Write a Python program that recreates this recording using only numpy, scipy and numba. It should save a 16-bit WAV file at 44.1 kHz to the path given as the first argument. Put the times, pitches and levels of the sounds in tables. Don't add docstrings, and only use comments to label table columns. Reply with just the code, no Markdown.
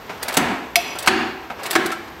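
import sys
import numpy as np
from scipy import signal
from scipy.fft import rfft, irfft
from scipy.io import wavfile
from scipy.ndimage import uniform_filter1d
from numba import njit

SR = 44100
rng = np.random.default_rng(int(sys.argv[2]) if len(sys.argv) > 2 else 0)


def bounce(signal):
    frames = np.transpose(np.atleast_2d(signal))
    limited = np.clip(frames, -1, 1)
    pcm = np.round(limited * 32767).astype(np.int16)
    wavfile.write(sys.argv[1], SR, pcm)


def rack_gain(trim_db):
    fader = np.asarray(trim_db, float)
    return 10 ** (fader / 20)


N = 97020

GRIT_DB = 2


def unit(x):
    return x / np.sqrt(np.mean(x ** 2))


def noise(points, tilt_db=0.):
    hz, level = np.array(points).T
    f = np.maximum(np.arange(N // 2 + 1) * SR / N, 1)
    db = np.interp(np.log(f), np.log(hz), level)
    db = db + tilt_db * np.log2(np.maximum(f, 300) / 4000)
    return unit(irfft(rfft(rng.standard_normal(N)) * rack_gain(db), N))


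def ring(x, hz, width):
    b, a = signal.iirpeak(min(hz, .45 * SR), hz / max(width, 2), SR)
    return signal.lfilter(b, a, x)


def body(x, peaks, spread_db=0.):
    chance = rng.standard_normal(len(peaks))
    out = 0
    for k, (hz, width, db) in enumerate(peaks):
        out = out + (-1) ** k * rack_gain(db + spread_db * chance[k]) * ring(x, hz, width)
    return out


def grit(db):
    steps = np.repeat(rng.standard_normal(N // 40 + 1), 40)
    return rack_gain(db * uniform_filter1d(steps, size=20)[:N])


def burst(t, rise, fall):
    t = np.maximum(t, 0)
    return (1 - np.exp(-t / rise)) * np.exp(-t / fall)


def slow_noise(size):
    smooth = uniform_filter1d(rng.standard_normal(N), size=size)
    return unit(uniform_filter1d(smooth, size=size))


# (frequency [Hz], level [dB])
HUM_COLOUR = [(15, -4), (25, -9.5), (354, -4.5), (463, -1), (531, -9.5), (840, -2.5), (5880, -24),
              (13200, -43.5), (16000, -34)]
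# (frequency [Hz], width [Hz], level [dB])
WHINE = [(12600, 920, -64), (13200, 400, -61.5), (14200, 900, -69), (66.7, 6.7, -56)]


def garage():
    hum_db = -39.5 + 1.42 * slow_noise(3000)
    whine = 0
    for hz, width, db in WHINE:
        narrow = ring(ring(rng.standard_normal(N), hz, width), hz, width)
        whine = whine + rack_gain(db) * unit(narrow)
    return rack_gain(hum_db) * noise(HUM_COLOUR) + whine


# (time [s], level [dB], decay [ms], tilt [dB per octave])
KNOCKS = [
    (0.0931, -26.5, 22.5, -0.5),
    (.174, -43, 16, 4),
    (0.28, -20.5, 21, 2),
    (0.952, -28, 16, -0.5),
    (1.500, -23, 19, -2),
    (1.591, -32, 30, -1),
    (1.656, -24.5, 9.3, 3),
    (1.916, -23.5, 15, 4.5),
    (1.903, -24, 7.2, 1.5),
    (2.075, -37.5, 12, 1.5),
]
# (frequency [Hz], level [dB])
KNOCK_COLOUR = [(71, -34), (150, -6), (892, 2), (1860, -6), (2200, -2.5), (3170, -11), (13000, -32.5),
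                (16000, -55)]
# (time [s], level [dB])
SHUDDER = [(.39, -29), (1.09, -30), (1.77, -34.5)]


def knocks(t):
    soft, swell = 0, 0
    for s, db, ms, tilt in KNOCKS:
        env = burst(t - s, 0.0012, ms / 1000) * grit(GRIT_DB)
        soft = soft + rack_gain(db) * env * noise(KNOCK_COLOUR, tilt)
    for s, db in SHUDDER:
        swell = swell + rack_gain(db + 3) * burst(t - s, 0.14, 0.08)
    shudder_hz = 78
    return soft + swell * np.sin(2 * np.pi * shudder_hz * t)


# (start [s], end [s], level [dB])
SWINGS = [
    (0.153, 0.39, -28),
    (0.927, 1.056, -30.5),
    (1.532, 1.73, -32),
]
# (frequency [Hz], level [dB])
SWING_COLOUR = [(59, -43), (100, -35), (521, 3), (1750, -3), (2020, -4), (6080, -20), (8000, -49),
                (10400, -45), (17600, -120)]


def swings(t):
    grow = 0
    for start, end, db in SWINGS:
        rise = np.clip((t - start) / (end - start), 0, 1) ** 0.8
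        grow = grow + rack_gain(db) * rise * np.exp(-np.maximum(t - end, 0) / 0.009)
    flutter = unit(uniform_filter1d(rng.standard_normal(N), size=500))
    return grow * rack_gain(2 * flutter) * grit(0.57) * noise(SWING_COLOUR)


# (time [s], level [dB], chatter [ms], loudest note [Hz], share into the block [dB])
PAWL_DROPS = [(0.2245, -42, 4.6, 6300, 13), (0.2291, -21, 5, 11730, -6), (0.2833, -22.5, 7.7, 11400, -16),
              (0.3257, -32, 12, 14200, -7), (0.34, -25, 15, 3700, 0), (.9543, -39, 11, 3460, -12),
              (0.987, -25.5, 20, 8500, -10), (1.0252, -28, 13, 8800, -11), (1.0609, -26.5, 15, 4840, 4.5),
              (1.6328, -31.5, 20, 4960, -2.5), (1.661, -30, 16, 13000, 1.5), (1.704, -31, 4.9, 3340, -4),
              (1.7088, -19.5, 14, 7980, -2), (1.7298, -29, 30, 9890, 5.5), (1.8595, -26.5, 15, 8130, -23)]
# (frequency [Hz], width [Hz], level [dB])
PAWL_RINGS = [(2180, 53, -4), (3460, 140, 3), (4060, 750, -13), (4730, 110, 9), (7020, 230, -3.5),
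              (7760, 350, 6), (9200, 200, 3), (9500, 160, -9), (11770, 200, 2), (12100, 160, -10),
              (14400, 240, 0.5)]
# (frequency [Hz], level [dB])
PAWL_COLOUR = [(800, 4), (2000, -20), (3500, 15.5), (6000, 7.5), (9000, 7), (12000, 8), (14000, 2),
               (16000, 4)]
# (frequency [Hz], width [Hz], level [dB])
BLOCK = [(350, 64, -6.5), (761.3, 16.3, 1.5), (1000, 280, -12.5), (1773, 246, -7), (2370, 340, -13),
         (2810, 200, -10.5), (3485, 140, -14), (4470, 400, -17), (6860, 100, -25.5), (7600, 80, -33)]


def snap_twice(u, fall):
    return burst(u, .00012, fall) + rack_gain(-2) * burst(u - .0053, .00012, fall)


def pawl(t):
    out = np.zeros(N)
    block_gain = 1 / np.std(body(rng.standard_normal(N), BLOCK))
    for s, db, ms, hz, block_db in PAWL_DROPS:
        u = t - s
        let_go = 1 + np.exp(np.clip((u - ms / 1000) / 0.004, -50, 50))
        chatter = burst(u, 0.0004, 1.4 * ms / 1000) / let_go
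        snap = rack_gain(7) * snap_twice(u, .0014)
        tail = rack_gain(-9.5) * burst(u, 0.00078, 0.023)
        env = (1.21 * chatter + snap + tail) * grit(GRIT_DB)
        force = env * rng.standard_normal(N)
        rings = body(force, PAWL_RINGS, 3)
        rings = rack_gain(-6) * rings * np.sqrt(np.sum(env ** 2) / np.sum(rings ** 2))
        note = rack_gain(-3) * snap_twice(u, .005) * np.sin(2 * np.pi * hz * u)
        block = rack_gain(block_db) * block_gain * body(force, BLOCK)
        out += rack_gain(db - 6.5) * (env * noise(PAWL_COLOUR) + rings + note + block)
    return out


# (time [s], frequency [Hz], level [dB], decay [ms])
THUDS = [
    (0.2821, 258, -25.5, 12),
    (0.3689, 248, -2, 7),
    (0.406, 155, -21.5, 27),
    (.954, 1370, -24, 15),
    (1.079, 350, -18, 12),
    (1.753, 365, -27, 6.6),
    (1.753, 1580, -27, 6.7),
    (1.92, 1340, -12.5, 11),
]


def thuds(t):
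    out = 0
    for s, hz, db, ms in THUDS:
        out = out + rack_gain(db) * burst(t - s, 0.006, ms / 1000) * np.sin(2 * np.pi * hz * (t - s))
    return out


def strike(t, row, peaks, blow_colour, grind_colour, ring_db, struck_db, fall, tilts=(0, 0), panel=0):
    s, blow_db, grind_db, length, bounce_ms = row
    u = t - s
    rise = 0.0004
    blow = burst(u, rise, fall) + .55 * burst(u - bounce_ms / 1000, rise, fall)
    blow = blow * grit(GRIT_DB) * rack_gain(blow_db)
    crack = rack_gain(blow_db) * burst(u, 0.00024, 0.0012) * noise(blow_colour, 1)
    fade_db = -32.5 * np.clip(u, 0, length) - 130 * np.maximum(u - length, 0)
    grind = burst(u, 0.0017, 9.7) * rack_gain(grind_db + fade_db) * grit(1.36)
    white = rng.standard_normal(N)
    gain = 1 / np.std(body(white, peaks))
    force = (rack_gain(struck_db) * blow + rack_gain(ring_db) * grind) * white
    rung = gain * body(force, peaks)
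    direct = blow * noise(blow_colour, tilts[0]) + grind * noise(grind_colour, tilts[1])
    return uniform_filter1d(grind, size=400) * panel + crack + direct + rung


def boom(t, notes):
    first_hz, second_hz, db = notes
    out = 0
    for hz in (first_hz, second_hz):
        waver = rack_gain(2 * slow_noise(700))
        out = out + waver * np.sin(2 * np.pi * (hz * t + rng.random()))
    return rack_gain(db) * out


# (time [s], blow level [dB], grind level [dB], grind length [s], bounce [ms])
CLUNKS = [
    (0.3689, -8, -20, 0.14, 2.7),
    (1.0741, -5, -20.5, 0.15, 4.15),
    (1.753, -8.5, -22.5, 0.094, 6.2),
]
# (blow tilt [dB per octave], grind tilt [dB per octave])
CLUNK_TILTS = [(8, 2), (4, 0), (3, 2)]
# (first note [Hz], second note [Hz], level re grind [dB])
BOOMS = [(234.2, 200, -17), (330.2, 378, -2.5), (328.7, 368, -5)]
# (frequency [Hz], width [Hz], level [dB])
BLOCK_FIRST = [(284, 130, -1), (735, 76, 2.5), (952, 99, -3), (1375, 91, -10), (1694, 110, -5.5),
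               (2150, 460, -8), (2936, 150, -12), (3500, 90, -17), (4770, 130, -20)]
BLOCK_LAST = [(350, 57, -4.5), (747, 33, -6.5), (1414, 72, -17), (1635, 120, -9.5), (1770, 48, -8.5),
              (2160, 160, -14.5), (3020, 57, -15), (3700, 480, -25.5)]
# (frequency [Hz], level [dB])
BLOW_COLOUR = [(59, -36), (130, -18), (570, -8), (991, 21.5), (2750, 9), (3050, 9.5), (3940, 4), (7770, -5),
               (16000, -24)]
GRIND_COLOUR = [(40, -48), (100, -27.5), (220, -1.5), (360, -5), (490, -23), (800, -12), (1800, -17.5),
                (16000, -61.5)]


def clunks(t):
    out = 0
    blocks = (BLOCK_FIRST, BLOCK, BLOCK_LAST)
    for row, tilts, notes, peaks in zip(CLUNKS, CLUNK_TILTS, BOOMS, blocks):
        out = out + strike(t, row, peaks, BLOW_COLOUR, GRIND_COLOUR, ring_db=0, struck_db=-3.5,
                           fall=0.0062, tilts=tilts, panel=boom(t, notes))
    return out


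# (time [s], blow level [dB], scrape level [dB], scrape length [s], bounce [ms])
TAP = [(.7570, -5, -27, 0.17, 4.2)]
# (frequency [Hz], width [Hz], level [dB])
PIPE = [(698, 24, -8), (2220, 28, -12), (2585, 45, -6), (3400, 48, -10), (4150, 60, -12), (4940, 35, -10),
        (5880, 70, -11), (7540, 80, -16), (10750, 340, -25), (11060, 510, -25), (13000, 1000, -29)]
# (frequency [Hz], level [dB])
TAP_COLOUR = [(120, -54), (200, -37), (671, -29), (1450, -5), (2250, -6.5), (5840, -2.5), (6880, -12),
              (13600, -9), (16000, -29)]
PIPE_COLOUR = [(59, -58), (100, -24), (350, -6), (461, -12), (691, -6), (1450, -15.5), (2520, -8),
               (13200, -62), (16000, -45)]


def pipe_tap(t):
    return strike(t, TAP[0], PIPE, TAP_COLOUR, PIPE_COLOUR, ring_db=-6, struck_db=-3.5, fall=0.0036)


PIPE_HZ = [2226, 5950, 697, 2218, 2430, 2562, 2606, 3381, 4161, 4936, 5755, 5900, 7564]
# (level [dB], t60 [s], rise [s])
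PIPE_NOTES = [(18, 0.0071, 0.0022), (-16, 0.081, 0.0022), (-36, .6, .002), (-31, 0.9, 0.0022),
              (-42, 0.7, .002), (-36, 1, .002), (-31, 1., .002), (-37, 0.13, 0.0015), (-47, 0.84, .002),
              (-61, 0.42, 0.0017), (-37, .41, .002), (-41, 0.47, .002), (-54, 0.46, .002)]
# (frequency [Hz], level [dB], time to the top [s], width [s])
PIPE_HUM = (695, -13, .019, .013)


def pipe_notes(t):
    u = np.maximum(t - .7572, 0)
    hz, db, top, width = PIPE_HUM
    swell = burst(u, .006, 9) * np.exp(-((u - top) / width) ** 2 / 2)
    out = rack_gain(db) * swell * np.sin(2 * np.pi * hz * u)
    for hz, (db, t60, rise) in zip(PIPE_HZ, PIPE_NOTES):
        out = out + rack_gain(db) * burst(u, rise, t60 / np.log(1000)) * np.sin(2 * np.pi * hz * u)
    return out


# (frequency [Hz], t60 [s])
ROOM_T60 = [(100, 0.079), (350, 1), (900, 1), (2000, 1), (6000, 0.12), (14000, 0.37)]


def room(x, t):
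    hz_points, t60_points = np.array(ROOM_T60).T
    tail = 0
    for hz in 90 * 2 ** np.arange(0, 7.6, .5):
        t60 = np.interp(np.log(hz), np.log(hz_points), t60_points)
        tail = tail + ring(rng.standard_normal(N), hz, hz / 1.05) * rack_gain(-60 * t / t60)
    tail = tail * (t > 0.0032)
    tail = tail / np.sqrt(np.sum(tail ** 2))
    return signal.fftconvolve(x, tail)[:N] * rack_gain(-11.5)


def scene():
    t = np.arange(N) / SR
    close = knocks(t) + swings(t) + pawl(t) + clunks(t) + pipe_tap(t)
    return (garage() + close + room(close, t) + thuds(t) + pipe_notes(t))[None]


@njit
def follow(x, fall):
    e, out = 0., np.empty(len(x))
    for i in range(len(x)):
        e = max(abs(x[i]), e * fall)
        out[i] = e
    return out


def band_limit(x):
    return signal.sosfilt(signal.butter(12, 16370, fs=SR, output="sos"), x)


def record(dry):
    low_cut = signal.butter(5, 40, "high", fs=SR, output="sos")
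    dry = signal.sosfilt(low_cut, dry)
    limit_db, ratio, release_s, drive_db = -21, 1.14, 0.23, 1.5
    level = uniform_filter1d(follow(dry[0], np.exp(-1 / (release_s * SR))), size=400)
    gain = np.minimum(1, rack_gain(limit_db) / level) ** (1 - 1 / ratio)
    clipped = np.clip(dry * gain * rack_gain(drive_db), -1, 1)
    top_cut = signal.ellip(14, .3, 55, 15800, fs=SR, output="sos")
    return band_limit(signal.sosfilt(top_cut, clipped))


dry = scene()
out = record(dry)
bounce(out)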